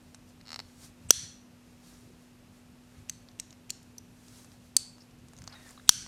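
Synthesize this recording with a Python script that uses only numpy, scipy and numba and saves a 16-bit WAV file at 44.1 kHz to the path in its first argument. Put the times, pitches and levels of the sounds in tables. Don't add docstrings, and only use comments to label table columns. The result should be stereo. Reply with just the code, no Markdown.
import sys
import numpy as np
from scipy import signal
from scipy.fft import rfft, irfft, next_fast_len
from scipy.io import wavfile
from scipy.ndimage import uniform_filter1d
from numba import njit

SR = 44100
rng = np.random.default_rng(int(sys.argv[2]) if len(sys.argv) > 2 else 0)


def dump(signal):
    limited = np.clip(np.atleast_2d(signal).T, -1, 1)
    pcm = np.round(limited * 32767).astype(np.int16)
    wavfile.write(sys.argv[1], SR, pcm)


def natural_amplitude(level_db):
    exponent = np.asarray(level_db, float) / 20
    return 10 ** exponent


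N = 267951

LOCK_HZ, LOCK_S = 5890, 1.1065
SLOT_HZ, SLOT_WIDTH_HZ = 4520, 290
FAINT_SCRAPE_DB = -58

# (pitch_hz, width_hz, front_level_db, wall_level_db)
FIRST_OPEN_MODES = [(477, 670, -18.5, -30.5), (1419.5, 450, -23, -22), (1800, 400, -28, -12),
                    (2750, 400, -18.5, -20), (3400, 380, -18, -6.5), (4270, 430, -19, -3.5),
                    (LOCK_HZ, 331, 0, 1), (6800, 400, -17, -11), (8150, 800, -16, -13),
                    (8950, 500, -18, -14), (9950, 800, -17, -12), (11500, 1000, -20, -21),
                    (12800, 600, -20, -24), (14000, 900, -21, -25)]
SECOND_OPEN_MODES = [(815, 900, -15, -40), (1541, 310, -9, -4), (2182, 480, -19, -38), (3170, 560, -5, -4),
                     (3760, 740, -1.5, -24), (4390, 560, 0, -3), (6930, 400, -1.5, -12),
                     (8150, 250, -11, -6.5), (9325, 400, -2.5, -6.5), (11050, 400, -10, -17),
                     (12200, 710, -15, -18), (13130, 450, -12, -9.5), (14400, 770, -15, -25),
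                     (15450, 460, -14, -33.5)]
LATCH_MODES = [(817, 280, -13.5, -30), (5650, 290, 0, -3), (5950, 550, -0.5, 2), (7350, 600, -7, -15),
               (10470, 500, -13.5, -11.5)]
SHUT_MODES = [(768, 299.5, -23, -37.5), (1330.5, 296, -23, -41.5), (1820, 300, -18, -35.5),
              (2400, 700, -21, -33), (3850, 500, -7, -26), (SLOT_HZ, SLOT_WIDTH_HZ, 0.96, 5),
              (5150, 500, -3, -12), (6325.5, 559.5, -2.5, -9.5), (7780, 650, 0, -4), (9016, 299.5, 3, -2),
              (9899, 701.5, -18, -22.5), (10400, 900, -20, -22.5), (12481, 576.5, -20.5, -12.5),
              (13900, 500, -13, -19.5), (15320, 500, -14.5, -30)]
NAIL_MODES = [(825, 240, 0, -26), (1291, 220, -2, -18), (2030, 330, -0.5, -2.5), (2843, 500, -6.5, -9.5),
              (4330, 520, 3.5, -1), (5300, 750, -2, -5.5), (7290, 520, -9, -12), (8530, 860, -17.5, -18),
              (11200, 1100, -22.5, -22.5), (13600, 570, -23, -26.5)]
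FIRST_BAR_MODES = [(1118, 290, -24, -21), (1930, 500, -14, -9.5), (2796, 530, -9, -18),
                   (3900, 350, -10, -11), (4400, 350, -6, -6), (6170, 460, 2, -6), (7850, 420, -1.5, -8),
                   (9900, 550, -16, -14.5), (11500, 630, -22, -25), (13300, 1300, -17, -28.5)]
SECOND_BAR_MODES = [(1118, 400, -21, -25), (1913, 400, -15.5, -6), (2800, 600, -7.5, -14),
                    (4000, 700, -9.5, -9), (5670, 500, 0.5, -6), (6770, 370, 1, -4), (8170, 550, 0.5, -12),
                    (9800, 600, -13, -16), (12000, 700, -16, -25), (13600, 1000, -19, -28.5)]
THIRD_BAR_MODES = [(1118, 310, -30, -28), (1913, 400, -18, -14), (2900, 600, -10, -12),
                   (4300, 400, -2.5, -5), (5500, 600, -4, -8), (6900, 400, 2, -5), (8100, 600, -2.5, -14),
                   (9500, 600, -11.5, -16), (12100, 600, -20, -25), (13300, 900, -14, -28.5)]
# (start_s, peak_db, echo_delay_ms, echo_db, scrape_db)
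FIRST_OPEN_HIT = [
    (LOCK_S, 6, .63, -12, -52),
]
SECOND_OPEN_HIT = [
    (5.892, 5, .63, -11, -50.5),
]
LATCH_HIT = [
    (5.8928, 3, .63, -12, FAINT_SCRAPE_DB),
]
SHUT_HIT = [
    (4.7665, -1.5, .65, -2.5, FAINT_SCRAPE_DB),
]
FIRST_BAR_HIT = [
    (3.0964, -17.5, 0.62, -7.5, -55),
]
SECOND_BAR_HIT = [
    (3.3988, -17.5, 0.5, -7, -56),
]
THIRD_BAR_HIT = [
    (3.7041, -13.5, 0.7, -9, -48),
]
# (modes, hits, scrape_ms, free_ring_ms, crack_db, wash_db, echo_bass_db)
SNAPS = [
    (FIRST_OPEN_MODES, FIRST_OPEN_HIT, 18, 1.6, -15, 5, -.1),
    (SECOND_OPEN_MODES, SECOND_OPEN_HIT, 17, .7, -12, 4, -.1),
    (LATCH_MODES, LATCH_HIT, 4, 1.1, -15, 3, -.1),
    (SHUT_MODES, SHUT_HIT, 4, .15, -10, .5, -13),
    (FIRST_BAR_MODES, FIRST_BAR_HIT, 11, .3, -7, 3, -3),
    (SECOND_BAR_MODES, SECOND_BAR_HIT, 11, .3, -7, 3, -3),
    (THIRD_BAR_MODES, THIRD_BAR_HIT, 11, .3, -8, 3, -3),
]
NAIL_SLIPS = [.4044, .412, .4544, .4628, .4718, .481, .491, .5043, .5174, .5297, .5426, .5599, .5911, .6004]
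# (time_s, peak_db)
NAIL_PULL = [(.404, -52), (.412, -43), (.454, -46), (.481, -34.5), (.53, -26), (.591, -24.5), (.6, -26.5)]
# (start_s, length_ms,
# level_db, centre_hz, width_hz)
SHORT_DRAGS = [(.4081, 7, -60, 2050, 400), (1.0851, 19, -51, 8050, 900), (5.0001, 30, -60, 5130, 800),
               (5.5101, 50, -64, 1385, 250), (5.4921, 13, -59, 5100, 500), (5.5151, 44, -62, 830, 480),
               (5.5201, 28, -54.5, 4500, 1400), (5.7758, 5, -50.5, 1300, 260), (5.7758, 5.6, -55, 3720, 328),
               (5.7961, 6, -55.5, 1500, 445), (5.7961, 6, -59, 3720, 320), (1.1054, 1.2, -21.5, 1500, 340),
               (5.7011, 7, -56, 1750, 300), (5.6761, 8, -59, 1800, 310), (5.4691, 4, -57, 7500, 2000),
               (5.8913, 0.8, -18.5, 3000, 1500), (5.8761, 4.1, -50, 3700, 600), (5.8721, 15, -54, 8150, 900),
               (.1461, 3, -50, 7500, 2500), (3.9813, 4, -41, 5900, 400), (3.9813, 4, -49, 4600, 400),
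               (3.9813, 3, -48, 10200, 2000), (3.9813, 3, -54, 13000, 1200)]
# (start_s, peak_db, centre_hz, low_knock_db)
TICKS = [(0.146, -37, 5000, -6.5), (3.287, -41, 4340, -16), (3.315, -52, 4700, -9),
         (3.5066, -40, 4940, -26), (3.5274, -41.5, 5000, -7.5), (3.8294, -50, 7460, -17),
         (3.9812, -38, 5900, -30), (4.2662, -52, 6750, -26), (4.283, -44.5, 5900, -24.5),
         (4.4459, -42.5, 7050, -8), (4.5179, -45.5, 4030, -11), (4.9821, -51, 4730, 2),
         (5.1106, -52, 4960, -11), (5.1864, -55.5, 6990, -15), (5.2847, -45, 6200, -22),
         (5.3343, -45.5, 6700, -1.5), (5.3663, -43.5, 5470, -36), (5.3774, -44, 5740, -27),
         (5.3871, -41.5, 6350, -8), (5.4191, -41.5, 6500, -3.5), (5.44, -40, 5660, -7),
         (5.4763, -28.5, 4940, -7), (5.5975, -51, 6520, -9.5), (5.6917, -41, 6000, -19),
         (5.7074, -41, 7560, -15), (5.729, -48, 5200, -17), (6.063, -40, 4420, -2)]
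# (fastest_s, rise_s, fall_s, swish_db, rub_db)
STROKES = [(.08, 0.22, 0.26, -72, -79), (0.289, 0.033, 0.079, -69, -78), (.69, 0.12, 0.25, -69, -73),
           (0.847, 0.08, .06, -54.5, -63), (1.05, 0.11, 0.1, -69.5, -71), (1.71, .2, 0.12, -71.5, -77.5),
           (1.88, 0.11, 0.36, -62, -69), (2.22, .05, 0.14, -73.5, -87), (2.57, .12, .12, -70.5, -78),
           (2.99, .3, 0.19, -70, -69), (3.2, .05, 0.25, -78, -77), (3.48, 0.051, .2, -76, -75),
           (3.83, 0.058, .25, -79.5, -86), (4.39, .3, 0.15, -59, -65), (4.53, 0.036, .08, -69, -74),
           (4.66, .08, .12, -68.5, -76), (5.02, .04, .12, -71, -85), (5.4, 0.29, .12, -72, -72),
           (5.535, 0.085, 0.16, -73.5, -58), (5.69, .2, 0.17, -60.5, -64.5), (5.86, .1, 0.032, -69, -70.5)]
# (start_s, length_ms, level_db, centre_hz,
# width_hz)
LOW_BUMPS = [(1.03, 75, -49.5, 98, 60), (1.1045, 6.2, -32, 221.4, 259), (1.12, 79, -47, 96, 50),
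             (1.22, 45, -51.5, 125, 100), (2.0, 130, -63, 370, 250), (2.96, 80, -51.5, 90, 60),
             (5.2, 80, -57.5, 152, 120), (5.36, 100, -54, 101, 82), (6.01, 51, -64, 117, 120),
             (5.8918, 2.93, -26.5, 190, 340), (4.7665, 4.6, -45, 300, 400)]
# (delay_ms, level_db)
TABLE_ECHOES = [(2.1, -19.5), (4.1, -16.5), (5.9, -20)]
# (pitch_hz, t60_s, level_db)
ROOM_TAIL = [(499.3, .3, -40.5), (1468, 0.57, -33.5), (3570, 0.43, -27.5), (6000, 0.44, -25.5),
             (8990, 0.39, -29), (12000, 0.27, -32.5), (15000, .22, -48)]
# (pitch_hz, level_db)
PORT_DIFFERENCE = [(60, -4), (110, -10.5), (200, -13), (380, -14.5), (700, -15.5), (1290, -22.5),
                   (2380, -19), (4400, -24.5), (8120, -23), (15000, -15.5)]
# (time_s, level_db)
KNIFE_TURN = [(.6, -11), (1.1, 2), (3.1, -8.5), (4.77, -7), (5.89, -13.5)]
# (pitch_hz, level_db)
AIR_COLOUR = [(12, -45.5), (20, -11.5), (108, -3.5), (194, -5), (242, -13), (295, -10), (339, -15),
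              (1100, -25), (2350, -28.5), (2560, -26), (3200, -30), (6630, -33), (12300, -38.5),
              (14500, -41.5), (16300, -79)]
# (pitch_hz, level_db)
HISS_COLOUR = [(12, -39), (20, -10.5), (71, 1.5), (217, 2), (249, 0), (582, -2.5), (9800, -9.5),
               (11900, -23.5), (14000, -54.5)]
# (pitch_hz, level_db)
FLOOR_MODES = [(30, -4), (48, 3.5), (63, -6.5), (88, 2.5), (130, 0)]
# (peak_s, length_s, lift_db)
FOREARM_SHIFTS = [(1.166, .2, 4), (1.969, 0.22, 1.5), (4.458, 0.3, 1), (5.408, 0.11, 6), (6.07, 0.24, 8.5)]
# (start_s, level_db)
MATRIX_SPITS = [(1.10712, -5.5), (1.10745, -9)]


def unit(x):
    return x / np.sqrt(np.mean(x ** 2))


def shaped(x, points):
    hz, db = np.transpose(points)
    n = next_fast_len(len(x))
    f = np.maximum(np.fft.rfftfreq(n, 1 / SR), 1)
    gain = natural_amplitude(np.interp(np.log(f), np.log(hz), db))
    return irfft(rfft(x, n) * gain, n)[:len(x)]


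def band(x, lo_hz, hi_hz):
    sos = signal.butter(2, [lo_hz, min(hi_hz, .45 * SR)], "band", fs=SR, output="sos")
    return signal.sosfilt(sos, x)


def walk(rate_hz):
    k = int(SR / rate_hz)
    return unit(uniform_filter1d(uniform_filter1d(rng.standard_normal(N), k), k))


def add(out, s, sound):
    i = int(s * SR)
    out[..., i:i + sound.shape[-1]] += sound[..., :N - i]


def strike(modes, db, echo_ms, echo_db, spread_db, free_ms, crack_db, wash_db, echo_bass_db):
    t = np.arange(900) / SR
    luck = rng.standard_normal((len(modes), 2))
    hz, width, front_db, wall_db = np.transpose(modes)[:, :, None]
    sign = (-1) ** np.arange(len(modes))[:, None]
    strength = sign * natural_amplitude(spread_db * luck[:, :1]) * width
    swing = strength * np.sin(2 * np.pi * hz * (1 + spread_db * luck[:, 1:] / 150) * t)

    held = np.maximum(t - free_ms / 1000, .15 * t)
    decay = np.exp(-np.pi * width * held) / (1 + np.pi * width * free_ms / 1000)
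    front = np.sum(natural_amplitude(front_db) * swing * decay, axis=0)

    blur = .63 * np.maximum(hz / 5600, 1) ** 2.7
    walls = natural_amplitude(wall_db) * swing * blur ** 0.84 * np.exp(-np.pi * width * blur * t)
    walls = walls * natural_amplitude(wash_db) / np.max(np.abs(walls.sum(axis=0)))

    crack = band(np.eye(1, len(t))[0], 2500, 15000)
    front = band(front, 200, 19000)
    front = front / np.max(np.abs(front)) + natural_amplitude(crack_db) * crack
    echo_colour = [(2000, echo_bass_db), (7000, 0.00039), (9600, 0.00013), (11000, echo_bass_db / 2)]
    echo = shaped(front, echo_colour)[:600]
    add(front, echo_ms / 1000, natural_amplitude(echo_db) * echo)

    crack_power = np.abs(natural_amplitude(crack_db - 8) * rfft(crack)) ** 2
    power = np.sum(np.abs(rfft(walls)) ** 2, axis=0) + crack_power
    all_round = np.roll(irfft(np.sqrt(power), len(t)), shift=120)
    return natural_amplitude(db) * np.array([front, all_round])


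def scrape(length_ms, db):
    ramp = np.linspace(0, 1, int(length_ms * SR / 1000))
    grit = rng.standard_normal(2000)[:len(ramp)]
    grit = band(grit, 2400, 3500) + .5 * band(grit, 4100, 8100)
    return natural_amplitude(db) * unit(grit) * np.minimum(3 * ramp, 1)


def snaps():
    out = np.zeros((2, N))
    last_lock_s = SECOND_OPEN_HIT[0][0]
    for modes, hits, scrape_ms, *character in SNAPS:
        for s, db, echo_ms, echo_db, scrape_db in hits:
            front, walls = strike(modes, db, echo_ms, echo_db, 0., *character)
            add(out[0], s, front)
            add(out[1], min(s, last_lock_s), walls)
            rise = scrape(scrape_ms, scrape_db)
            add(out, s - len(rise) / SR, rise)
    return out


def nail_slips():
    out = np.zeros((2, N))
    for s, db in zip(NAIL_SLIPS, np.interp(NAIL_SLIPS, *np.transpose(NAIL_PULL))):
        slip = strike(NAIL_MODES, db, echo_ms=0.76, echo_db=-5, spread_db=1.2, free_ms=0.2,
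                      crack_db=-15, wash_db=1.5, echo_bass_db=-9)
        add(out, s + .0005, slip)
    return out


def drags(table):
    out = np.zeros(N)
    longest = 12000
    for s, ms, db, hz, width_hz in table:
        unevenness_db = 25 * uniform_filter1d(rng.standard_normal(longest), size=200)
        grit = rng.standard_normal(longest) * natural_amplitude(unevenness_db)
        n = int(ms * SR / 1000)
        lo_hz, hi_hz = max(hz - width_hz / 2, 20), hz + width_hz / 2
        rub = unit(band(grit, lo_hz, hi_hz)[-n:]) * signal.windows.tukey(n, .5)
        add(out, s, natural_amplitude(db) * band(np.pad(rub, (0, longest)), lo_hz / 2, hi_hz * 2))
    return out


def squeak():
    start_s, length_s = 5.545, .185
    pitch_hz, sag_hz_per_s = 1910, 800
    age = np.arange(N) / SR - start_s
    unsteady_hz = (pitch_hz - sag_hz_per_s * age) * (1 + 0.021 * walk(470))
    phase = 2 * np.pi * np.cumsum(unsteady_hz) / SR
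    gate = np.clip(np.minimum(age, length_s - age) / 0.0092, 0, 1)
    gate = gate * natural_amplitude(-63.5 + 4 * walk(90))
    octave_db = 4.5 - 110 * np.maximum(age, 0)
    return gate * (np.sin(phase) + natural_amplitude(octave_db) * np.sin(2 * phase))


def ticks():
    out, t = np.zeros(N), np.arange(700) / SR
    t60_ms, half_width = 8.1, 0.67 / 2
    for s, db, hz, knock_db in TICKS:
        burst = rng.standard_normal(len(t)) * np.exp(-np.log(1000) * t * 1000 / t60_ms)
        bright = band(burst, hz / (1 + half_width), hz * (1 + half_width))
        bright = bright + natural_amplitude(-23) * band(burst, 8500, 14500)
        dull = band(burst, 540, 1740)
        bright = bright / np.max(np.abs(bright))
        dull = dull / np.max(np.abs(dull))
        add(out, s, natural_amplitude(db) * (bright + natural_amplitude(knock_db) * dull))
    return out


def skin_grain():
    return rng.standard_normal(N) * natural_amplitude(1.3 * walk(200))


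def fingers():
    t = np.arange(N) / SR
    swish = 0
    for hz in 3200 * 2 ** np.arange(0, 2.2, .35):
        octaves = np.log2(hz / 7000)
        layer_db = -3.5 * octaves
        layer_gain = natural_amplitude(layer_db - 5.7 * octaves ** 2)
        swish = swish + layer_gain * unit(band(skin_grain(), hz / 1.01, hz * 1.43)) / 2
    rub = unit(band(skin_grain(), 470, 2300))

    swish_gain, rub_gain = 0, 0
    for s, rise, fall, swish_db, rub_db in STROKES:
        distance = np.maximum((s - t) / rise, (t - s) / fall)
        speed = natural_amplitude(-19 * distance ** 1.315)
        swish_gain = swish_gain + natural_amplitude(swish_db) * speed
        rub_gain = rub_gain + natural_amplitude(rub_db) * speed
    return band(swish_gain * swish + rub_gain * rub, 300, 13500)


def near_reflections():
    near = np.zeros(600)
    near[0] = 1
    for ms, db in TABLE_ECHOES:
        add(near, ms / 1000, natural_amplitude(db) * band(np.eye(1, 100)[0], 2200, 11000))
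    ms = np.arange(len(near)) * 1000 / SR
    scatter = rng.standard_normal(len(near)) * (ms > 1.5) * (ms < 8.5) * natural_amplitude(-4 * ms)
    scatter = band(scatter, 2300, 14000)
    return near + natural_amplitude(-13) * scatter / np.linalg.norm(scatter)


def room():
    t = np.arange(int(.7 * SR)) / SR
    noise, tail = rng.standard_normal(len(t)), 0
    hz, t60, db = np.transpose(ROOM_TAIL)
    for c in 300 * 2 ** (np.arange(24) / 4):
        part = shaped(noise, [(c / 1.2, -60), (c / 1.15, -9), (c, 0), (c * 1.15, -9), (c * 1.2, -60)])
        decay = np.exp(-np.log(1000) * t / np.interp(c, hz, t60))
        tail = tail + natural_amplitude(np.interp(c, hz, db)) * part * decay
    build_up = np.clip(t * 1000 / 24, 0, 1) ** 0.77
    return natural_amplitude(-22.0) * tail * build_up


def background():
    t = np.arange(N) / SR
    air = shaped(rng.standard_normal(N), AIR_COLOUR)
    high = natural_amplitude(-63) * unit(band(air, 370, 19000))

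    low = shaped(band(band(air, 15, 300), 15, 300), FLOOR_MODES)
    lift_db = sum(db * np.exp(-((t - s) / length) ** 2) for s, length, db in FOREARM_SHIFTS)
    rumble = low / np.std(band(low, 78, 150)) * natural_amplitude(-62 + lift_db + 1.0 * walk(12))

    fan_gain = np.sqrt(2) * natural_amplitude(-60 + 0.91 * walk(11.0))
    fan_hz = 245 + 0.93 * walk(3.3)
    fan = fan_gain * np.sin(2 * np.pi * np.cumsum(fan_hz) / SR)

    side_hiss = natural_amplitude(-70) * unit(shaped(rng.standard_normal(N), HISS_COLOUR))
    return high + rumble + fan, side_hiss


def scene():
    knife, all_round = snaps() + nail_slips() + drags(SHORT_DRAGS) + squeak() + ticks() + fingers()
    mid = signal.fftconvolve(knife, near_reflections())[:N]
    mid = mid + signal.fftconvolve(all_round, room())[:N] + drags(LOW_BUMPS)

    side = natural_amplitude(-42) * signal.fftconvolve(all_round, room())[:N]
    late_click = np.roll(np.clip(knife, -1, 1), shift=3)
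    turn_db = np.interp(np.arange(N) / SR, *np.transpose(KNIFE_TURN))
    side -= natural_amplitude(turn_db) * band(shaped(late_click, PORT_DIFFERENCE), 60, 18000)

    floor, side_hiss = background()
    return mid + floor + (side + side_hiss) * np.array([[1], [-1]])


@njit
def limiter(peak, top, ratio, attack, release):
    gain, e = np.empty(len(peak)), 0.
    for i in range(len(peak)):
        e += (peak[i] - e) * (attack if peak[i] > e else release)
        gain[i] = min(1., (top / (e + 1e-9)) ** (1 - 1 / ratio))
    return gain


def roll_off(x):
    return signal.sosfilt(signal.butter(12, 16410, fs=SR, output="sos"), x)


def record(dry):
    lag_ms, attack_s, release_s = 1.4, .0055, .11
    peak = np.roll(np.max(np.abs(dry), axis=0), int(lag_ms * SR / 1000))
    gain = limiter(peak, natural_amplitude(-22), 12.0, 1 / (attack_s * SR), 1 / (release_s * SR))
    limited = dry * gain
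    driven = np.clip(limited, -1.03, 1.03)

    spit = np.zeros(N)
    for s, db in MATRIX_SPITS:
        add(spit, s, natural_amplitude(db) * np.array([.4, 1, .4]))
    driven = driven - band(spit * driven, 500, 19000) + spit * np.array([[1], [-1]])
    driven = np.clip(driven, -1.03, 1.03)

    offset = np.mean(driven - limited, axis=0)
    driven = driven - shaped(offset, [(150, 0), (450, -30)])
    top_filter = signal.butter(12, 16300, fs=SR, output="sos")
    mix = signal.sosfiltfilt(top_filter, driven)
    return roll_off(mix)


dry = scene()
out = record(dry)
dump(out)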